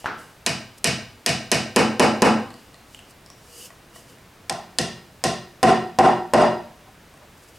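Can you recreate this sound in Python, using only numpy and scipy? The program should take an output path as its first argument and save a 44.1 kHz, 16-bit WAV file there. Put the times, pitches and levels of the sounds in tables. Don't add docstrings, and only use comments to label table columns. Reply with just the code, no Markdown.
import sys
import numpy as np
from scipy import signal
from scipy.fft import rfft, irfft, next_fast_len
from scipy.io import wavfile
from scipy.ndimage import uniform_filter1d

SR = 44100
rng = np.random.default_rng(int(sys.argv[2]) if len(sys.argv) > 2 else 0)


def linear_from_db(decibels):
    return 10 ** (np.asarray(decibels, float) / 20)


def persist_wave(psi):
    counts = np.round(np.clip(psi, -1, 1) * 32767).astype(np.int16)
    wavfile.write(sys.argv[1], SR, np.atleast_2d(counts).T)


N = 334278

# (frequency [Hz], side minus mid [dB])
ROOM_WIDTH = [(60, 8), (110, -17.5), (380, -13.5), (1290, -15.5), (2380, -13.5), (4400, -12.5),
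              (8120, -16.5), (15000, -29)]


def rms_one(x):
    return x / np.sqrt(np.mean(x ** 2) + 1e-20)


def at_hz(points, hz):
    points = np.array(points)
    return np.interp(np.log(hz), np.log(points[:, 0]), points[:, 1])


def convolve(x, response):
    size = next_fast_len(N + response.shape[-1])
    return irfft(rfft(x, size) * rfft(response, size), size)[..., :N]


def clicks(rows, levels_db):
    out = np.full(N, 1e-18)
    out[np.round(np.array(rows)[:, 0] * SR).astype(int)] = linear_from_db(levels_db)
    return out


def ring(x, hz, t60):
    r, w = linear_from_db(-60 / (t60 * SR)), 2 * np.pi * hz / SR
    return signal.lfilter([0, np.sin(w)], [1, -2 * r * np.cos(w), r * r], x)


def resonance(x, hz, width_hz):
    r, w = np.exp(-np.pi * width_hz / SR), 2 * np.pi * hz / SR
    return signal.lfilter(np.array([1, 0, -1]) * (1 - r * r) / 2, [1, -2 * r * np.cos(w), r * r], x)


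def stereo_noise(size, spectrum, side):
    padded = next_fast_len(size, real=True)
    hz = np.maximum(np.arange(padded // 2 + 1) * SR / padded, 1)
    mid, diff = rfft(rng.standard_normal((2, padded))) * linear_from_db(at_hz(spectrum, hz))
    diff = diff * linear_from_db(at_hz(side, hz))
    return rms_one(irfft(np.array([mid + diff, mid - diff]), padded)[:, :size])


def workshop(wet_db, fill_s):
    # (frequency [Hz], t60 [s])
    decay = [(50, 0.144), (100, 0.56), (210, 0.45), (560, 0.44), (1470, 0.46), (3880, 0.47), (7000, 0.36),
             (14000, 0.25)]
    # (frequency [Hz], level [dB])
    colour = [(40, -17), (80, -17), (200, 7), (600, 2), (1500, 0), (3000, 4), (6000, 7), (12000, -5.5)]
    # (delay [s], level [dB])
    echoes = [(.0012, -14), (.004, -15.5), (0.012, -21), (.029, -17)]
    t = np.arange(SR) / SR
    noise, tail = stereo_noise(SR, colour, ROOM_WIDTH), 0
    edges = 40 * 2 ** np.arange(0, 9.01, 0.25)
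    for low, high in zip(edges, edges[1:]):
        band = signal.sosfilt(signal.butter(2, [low, high], "band", fs=SR, output="sos"), noise)
        tail = tail + band * linear_from_db(-60 * t / at_hz(decay, np.sqrt(low * high)))
    power = np.mean(np.abs(rfft(tail)) ** 2, axis=0)
    even = np.sqrt(uniform_filter1d(power, size=260) / uniform_filter1d(power, size=28))
    tail = irfft(rfft(tail) * even, SR) * (t < 0.9)
    near = np.zeros(SR // 10)
    for delay_s, db in echoes:
        near[round(delay_s * SR)] = linear_from_db(db) * rng.choice([-1, 1])
    near[0] = 1
    return near, linear_from_db(wet_db) * tail * (1 - np.exp(-t / fill_s))


def heard(knock, rings, room, near_knock_db, far_rings_db):
    near, tail = room
    direct = convolve(linear_from_db(near_knock_db) * knock + rings, near)
    return direct + convolve(knock + linear_from_db(far_rings_db) * rings, tail)


def struck(blows, column, modes, contact_s, gain_db, spread_db, knock_db):
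    force_db = np.array(blows)[:, column]
    low, high = modes[0][0] * 1.08, modes[-1][0] * 1.347
    band = signal.butter(2, [low, high], "band", fs=SR, output="sos")
    knock = signal.sosfilt(band, clicks(blows, force_db + knock_db))
    knock = knock * SR / (high - low) / 4
    rings = 0
    for k, (hz, db, t60) in enumerate(modes):
        longest_s = np.clip(70 / hz, 0.04, 0.3)
        strength_db = force_db + db + gain_db + spread_db * rng.standard_normal(len(blows))
        rings = rings + (-1) ** k * ring(clicks(blows, strength_db), hz, min(t60, longest_s))
    push = np.hanning(int(contact_s * SR) + 3)
    return signal.lfilter(push / push.sum(), 1, [knock, rings])


def room_hum():
    # (frequency [Hz], level [dB])
    hum_colour = [(12, -45), (20, -3.5), (63, 0), (123, 1), (459, -6), (1810, -11.5), (4540, -18.5),
                  (16000, -27.5)]
    # (frequency [Hz], side minus mid [dB])
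    hum_width = [(60, -20), (110, -32), (200, -22), (380, -13), (1290, -11), (4400, -12.5), (8120, -15),
                 (15000, -16)]
    return linear_from_db(-50) * stereo_noise(N, hum_colour, hum_width)


def rubs():
    # (loudest at [s], rise [s], fall [s], hiss [dB], wood singing [dB])
    strokes = [(0.002, .01, .06, -48.5, -56), (0.064, 0.03, .032, -51, -42), (0.19, 0.026, 0.22, -51, -56),
               (0.784, .012, 0.011, -44, -59), (2.6, 0.64, 0.48, -61, -62), (2.944, .1, .15, -56.5, -82),
               (3.11, 0.04, .018, -51.5, -74), (3.59, 0.18, 0.17, -47.5, -60),
               (3.66, 0.18, 0.036, -44.5, -48.5), (3.96, .04, .15, -48.5, -54),
               (4.096, 0.026, .11, -57, -59), (7.38, 0.024, .04, -59, -71), (7.435, .04, .05, -57, -78),
               (7.488, 0.023, .035, -53.5, -64), (7.56, .04, .07, -56, -59)]
    # (frequency [Hz], level per Hz [dB])
    friction = [(2060, -42), (3500, -19), (4210, -14), (4840, -3.5), (5640, -8), (8530, -6.5), (15100, -16),
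                (16000, -34)]
    t, hiss, sing = np.arange(N) / SR, np.zeros(N), np.zeros(N)
    for s, rise_s, fall_s, hiss_db, sing_db in strokes:
        swell = linear_from_db(-20 * np.maximum((s - t) / rise_s, (t - s) / fall_s))
        hiss += linear_from_db(hiss_db) * swell
        sing += linear_from_db(sing_db) * swell
    white = rng.standard_normal(N)
    tones = rms_one(resonance(white, hz=2890, width_hz=190))
    tones = tones + linear_from_db(-2.5) * rms_one(resonance(white, hz=479, width_hz=8.8))
    return hiss * stereo_noise(N, friction, ROOM_WIDTH) + sing * tones


def ticks():
    # (time [s], tick [dB], tick pitch [Hz], wood knock [dB])
    contacts = [(2.505, -41.5, 4250, -56), (2.541, -41, 4700, -58), (2.7438, -42, 4200, -60.5),
                (2.947, -34, 3000, -74), (2.9913, -39, 2800, -71), (3.262, -40, 5200, -66),
                (3.3018, -36.5, 5600, -60.5), (3.7044, -48, 2500, -54), (3.96, -52, 2800, -54),
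                (4.1856, -51, 2400, -66), (7.1402, -50, 8800, -63), (7.1744, -55.5, 8600, -66),
                (7.2296, -60, 2760, -78)]
    # (frequency [Hz], level [dB], t60 [s])
    modes = [(473, -28, 0.036), (658, 4, 0.2), (1090, 10, 0.02), (1910, 5, 0.03)]
    knock, rings = struck(contacts, column=3, modes=modes, contact_s=0.00021,
                          gain_db=6.5, spread_db=1.5, knock_db=-7)
    for s, db, hz, _ in contacts:
        click = clicks([(s,)], db)
        knock += linear_from_db(5) * ring(click, hz, t60=30 / hz)
        knock += linear_from_db(21.5) * resonance(click, hz=8000, width_hz=1200)
    return heard(knock, rings, workshop(wet_db=-28, fill_s=0.004), near_knock_db=1, far_rings_db=2)


def touch(room):
    # (time [s], peak [dB])
    set_down = [
        (0.044, -25.5),
        (0.059, -19),
    ]
    # (frequency [Hz], level [dB], t60 [s])
    modes = [(457, -10, 0.024), (750, 0, 0.0089), (1450, 4, 0.0051), (1770, -8, 0.012), (3030, -28, 0.0071)]
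    knock, rings = struck(set_down, column=1, modes=modes, contact_s=0.0001,
                          gain_db=-7.0, spread_db=7.5, knock_db=-5.5)
    return heard(knock, rings, room, near_knock_db=8, far_rings_db=-4)


def crack(blows, room):
    # (frequency [Hz], width [Hz], level [dB])
    snap_bands = [(3730, 5500, 1), (5110, 210, 2.5), (6100, 2200, -15.5), (8460, 1360, -1.5),
                  (10050, 2000, -6), (14100, 4500, -7)]
    gain_db, grit_db, decay_s = 5.5, -6.5, 0.0025
    near, tail = room
    t = np.arange(800) / SR
    hits = clicks(blows, blows[:, 1] + gain_db)
    snap_db = blows[:, 6] + gain_db + grit_db
    top_db = blows[:, 1] + 4.5
    shape = np.exp(-t / decay_s) * (1 - np.exp(-t / 0.0001))
    splinters = rng.choice([-1, 1], N)
    body = convolve(clicks(blows, snap_db), shape) * splinters
    top = convolve(clicks(blows, snap_db + top_db - 8.0), shape) * splinters
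    body = signal.sosfilt(signal.butter(2, 7500, fs=SR, output="sos"), body)
    top = signal.sosfilt(signal.butter(2, 7500, "high", fs=SR, output="sos"), top)
    source = convolve(hits, tail) + convolve(body - top, near)
    return sum(linear_from_db(db) * resonance(source, hz, width) for hz, width, db in snap_bands)


def passed_on(blows, coupling):
    s, force_db, seated, lean_db, snap_db = np.transpose(blows)
    seated = np.clip(seated, 0, 1)
    panels, walls, rail, head = (force_db + standing + gained * seated for standing, gained in coupling)
    return np.transpose([s, force_db, panels, walls, rail + lean_db, head, force_db + snap_db])


def dowel(blows, walls, frame, head, room, panel_lag_s, air_hz, handle_db):
    # (frequency [Hz], level [dB], t60 [s])
    panels = [(80, -4, 0.6), (121.5, -2.5, 0.38), (136.7, 1, 0.31), (168, 7, 0.14)]
    handle = [(679.6, -3, 0.15), (1593, -15, 0.12)]
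    dowel_modes = [(3350, 0, .02), (4090, -25, 0.042), (4690, -21, 0.056), (4920, -5.5, 0.051),
                   (5110, -8, 0.083), (5600, -15, 0.05)]
    late = blows.copy()
    late[:, 0] += panel_lag_s
    box = (struck(late, column=2, modes=panels, contact_s=0.00085, gain_db=-2.5, spread_db=0.0, knock_db=5.0)
           + struck(blows, column=3, modes=walls, contact_s=0.00093, gain_db=2.0, spread_db=1.5, knock_db=12.5))
    small = (struck(blows, column=4, modes=frame, contact_s=0.00055, gain_db=-4.5, spread_db=3.0, knock_db=15)
             + struck(blows, column=5, modes=head, contact_s=0.0001, gain_db=3.0, spread_db=0.5, knock_db=6.5)
             + struck(blows, column=1, modes=handle, contact_s=0.0003,
                      gain_db=handle_db, spread_db=3.5, knock_db=-33)
             + struck(blows, column=5, modes=dowel_modes, contact_s=0.0001,
                      gain_db=-6.5, spread_db=4.0, knock_db=8))
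    sound = heard(*box, room, near_knock_db=-15, far_rings_db=-13)
    sound = sound + heard(*small, room, near_knock_db=-22, far_rings_db=-1)
    sound = sound + crack(blows, room)
    low_cut = signal.butter(3, 80, "high", fs=SR, output="sos")
    air = signal.butter(4, air_hz, fs=SR, output="sos")
    return signal.sosfilt(np.vstack([low_cut, air]), sound)


def first_dowel(room):
    # (time [s], force [dB], depth seated [0-1], lean towards the rail [dB], contact snap [dB])
    blows = [
        (0.4631, -6, 0.02, 3, 0),
        (0.843, -1.5, 0.05, 0, 2),
        (1.262, -2, 0.04, 0, 1.5),
        (1.516, -2.5, 0.24, -1.5, -1),
        (1.7612, -3, 0.84, -1.5, -2),
        (1.9957, -3, 0.87, 0, -4),
        (2.2203, -4, 1, 0, -2.5),
    ]
    # (level re force while standing [dB], gain once seated [dB])
    coupling = [(-24.5, 2), (-24.5, 19), (-23, 20), (-22, 4)]
    # (frequency [Hz], level [dB], t60 [s])
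    walls = [(181.5, -6, 0.1), (218.3, 0, 0.18), (255, -1, 0.18), (300, -31, 0.043), (357, -1, 0.42),
             (416, 10, 0.032), (455, 5.5, 0.076), (485, 3.5, .15)]
    frame = [(529, -3, 0.046), (598, -0.5, 0.054), (636, -18, 0.02), (689, -7.5, 0.11), (723, -2, .1),
             (765, -5, .1), (865, -8, .08), (980, -25, .1), (1010, -7, .1)]
    head = [(1490, -6, 0.055), (1600, -4.5, 0.009), (1917, 1, 0.05), (1870, 7.5, 0.011), (2252, 0, 0.05),
            (2493, -0.5, 0.029), (2762, -2, 0.042), (2904, 2, 0.015), (3000, 3.5, 0.023)]
    return dowel(passed_on(blows, coupling), walls, frame, head, room,
                 panel_lag_s=0.0268, air_hz=11650, handle_db=-17)


def second_dowel(room):
    # (time [s], force [dB], depth seated [0-1], lean towards the rail [dB], contact snap [dB])
    blows = [
        (4.4962, -15, 0.02, 10, 7),
        (4.7855, -6, 0.042, -4.5, 2),
        (5.239, -4.5, 0.033, 2, -3.5),
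        (5.6295, -2, 0.88, -1, -5),
        (5.9875, -4, 0.97, 1.5, -4.5),
        (6.3357, -2, 0.91, 1.5, -5),
    ]
    # (level re force while standing [dB], gain once seated [dB])
    coupling = [(-22, 6.4), (-23.5, 17.3), (-23.5, 21.3), (-23.5, 7.4)]
    # (frequency [Hz], level [dB], t60 [s])
    walls = [(210.6, -7, 0.23), (224.8, -4, 0.34), (267.5, -3, 0.16), (349.6, 0, 0.14), (361, 1.5, 0.27),
             (383.6, -2, 0.22), (519.7, -1.5, 0.097), (488.7, 0, .15)]
    frame = [(601.6, 0, .12), (656, 0.5, 0.11), (691, 5.5, .1), (728.5, 5, .1), (749.5, 7.5, .12),
             (803, 1.5, .1), (958, 3.5, 0.05), (1008, -1.5, .08), (1044.3, 7, .15)]
    head = [(1320, -6, 0.1), (1600, -36, .03), (1664, -8.5, 0.036), (1883, 3, 0.03), (2566, -3.5, 0.074),
            (2824, -4, 0.048), (2990, -9, 0.056), (3310, 0, 0.005)]
    return dowel(passed_on(blows, coupling), walls, frame, head, room,
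                 panel_lag_s=0.0163, air_hz=11300, handle_db=-25)


def scene():
    corner = workshop(wet_db=-16, fill_s=0.00067)
    middle = workshop(wet_db=-17, fill_s=0.0048)
    handling = rubs() + ticks() + touch(corner)
    return room_hum() + handling + first_dowel(corner) + second_dowel(middle)


def limiter(x, top_db, release_db_per_s, attack_s):
    climb = release_db_per_s * np.arange(N) / SR
    over_db = np.maximum(20 * np.log10(np.abs(x).max(axis=0) + 1e-9) - top_db, 0)
    held_db = np.maximum.accumulate(over_db + climb) - climb
    r = np.exp(-1 / (attack_s * SR))
    return x * linear_from_db(-signal.lfilter([1 - r], [1, -r], held_db))


def roll_off(x):
    return signal.sosfilt(signal.butter(12, 16990, fs=SR, output="sos"), x)


def record(dry):
    x = limiter(dry, top_db=-3.5, release_db_per_s=279.0, attack_s=0.000043)
    x = 0.84 * np.tanh(x / 0.84)
    x = signal.sosfilt(signal.cheby2(12, 70, 17450, fs=SR, output="sos"), x)
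    return roll_off(x)


dry = scene()
out = record(dry)
persist_wave(out)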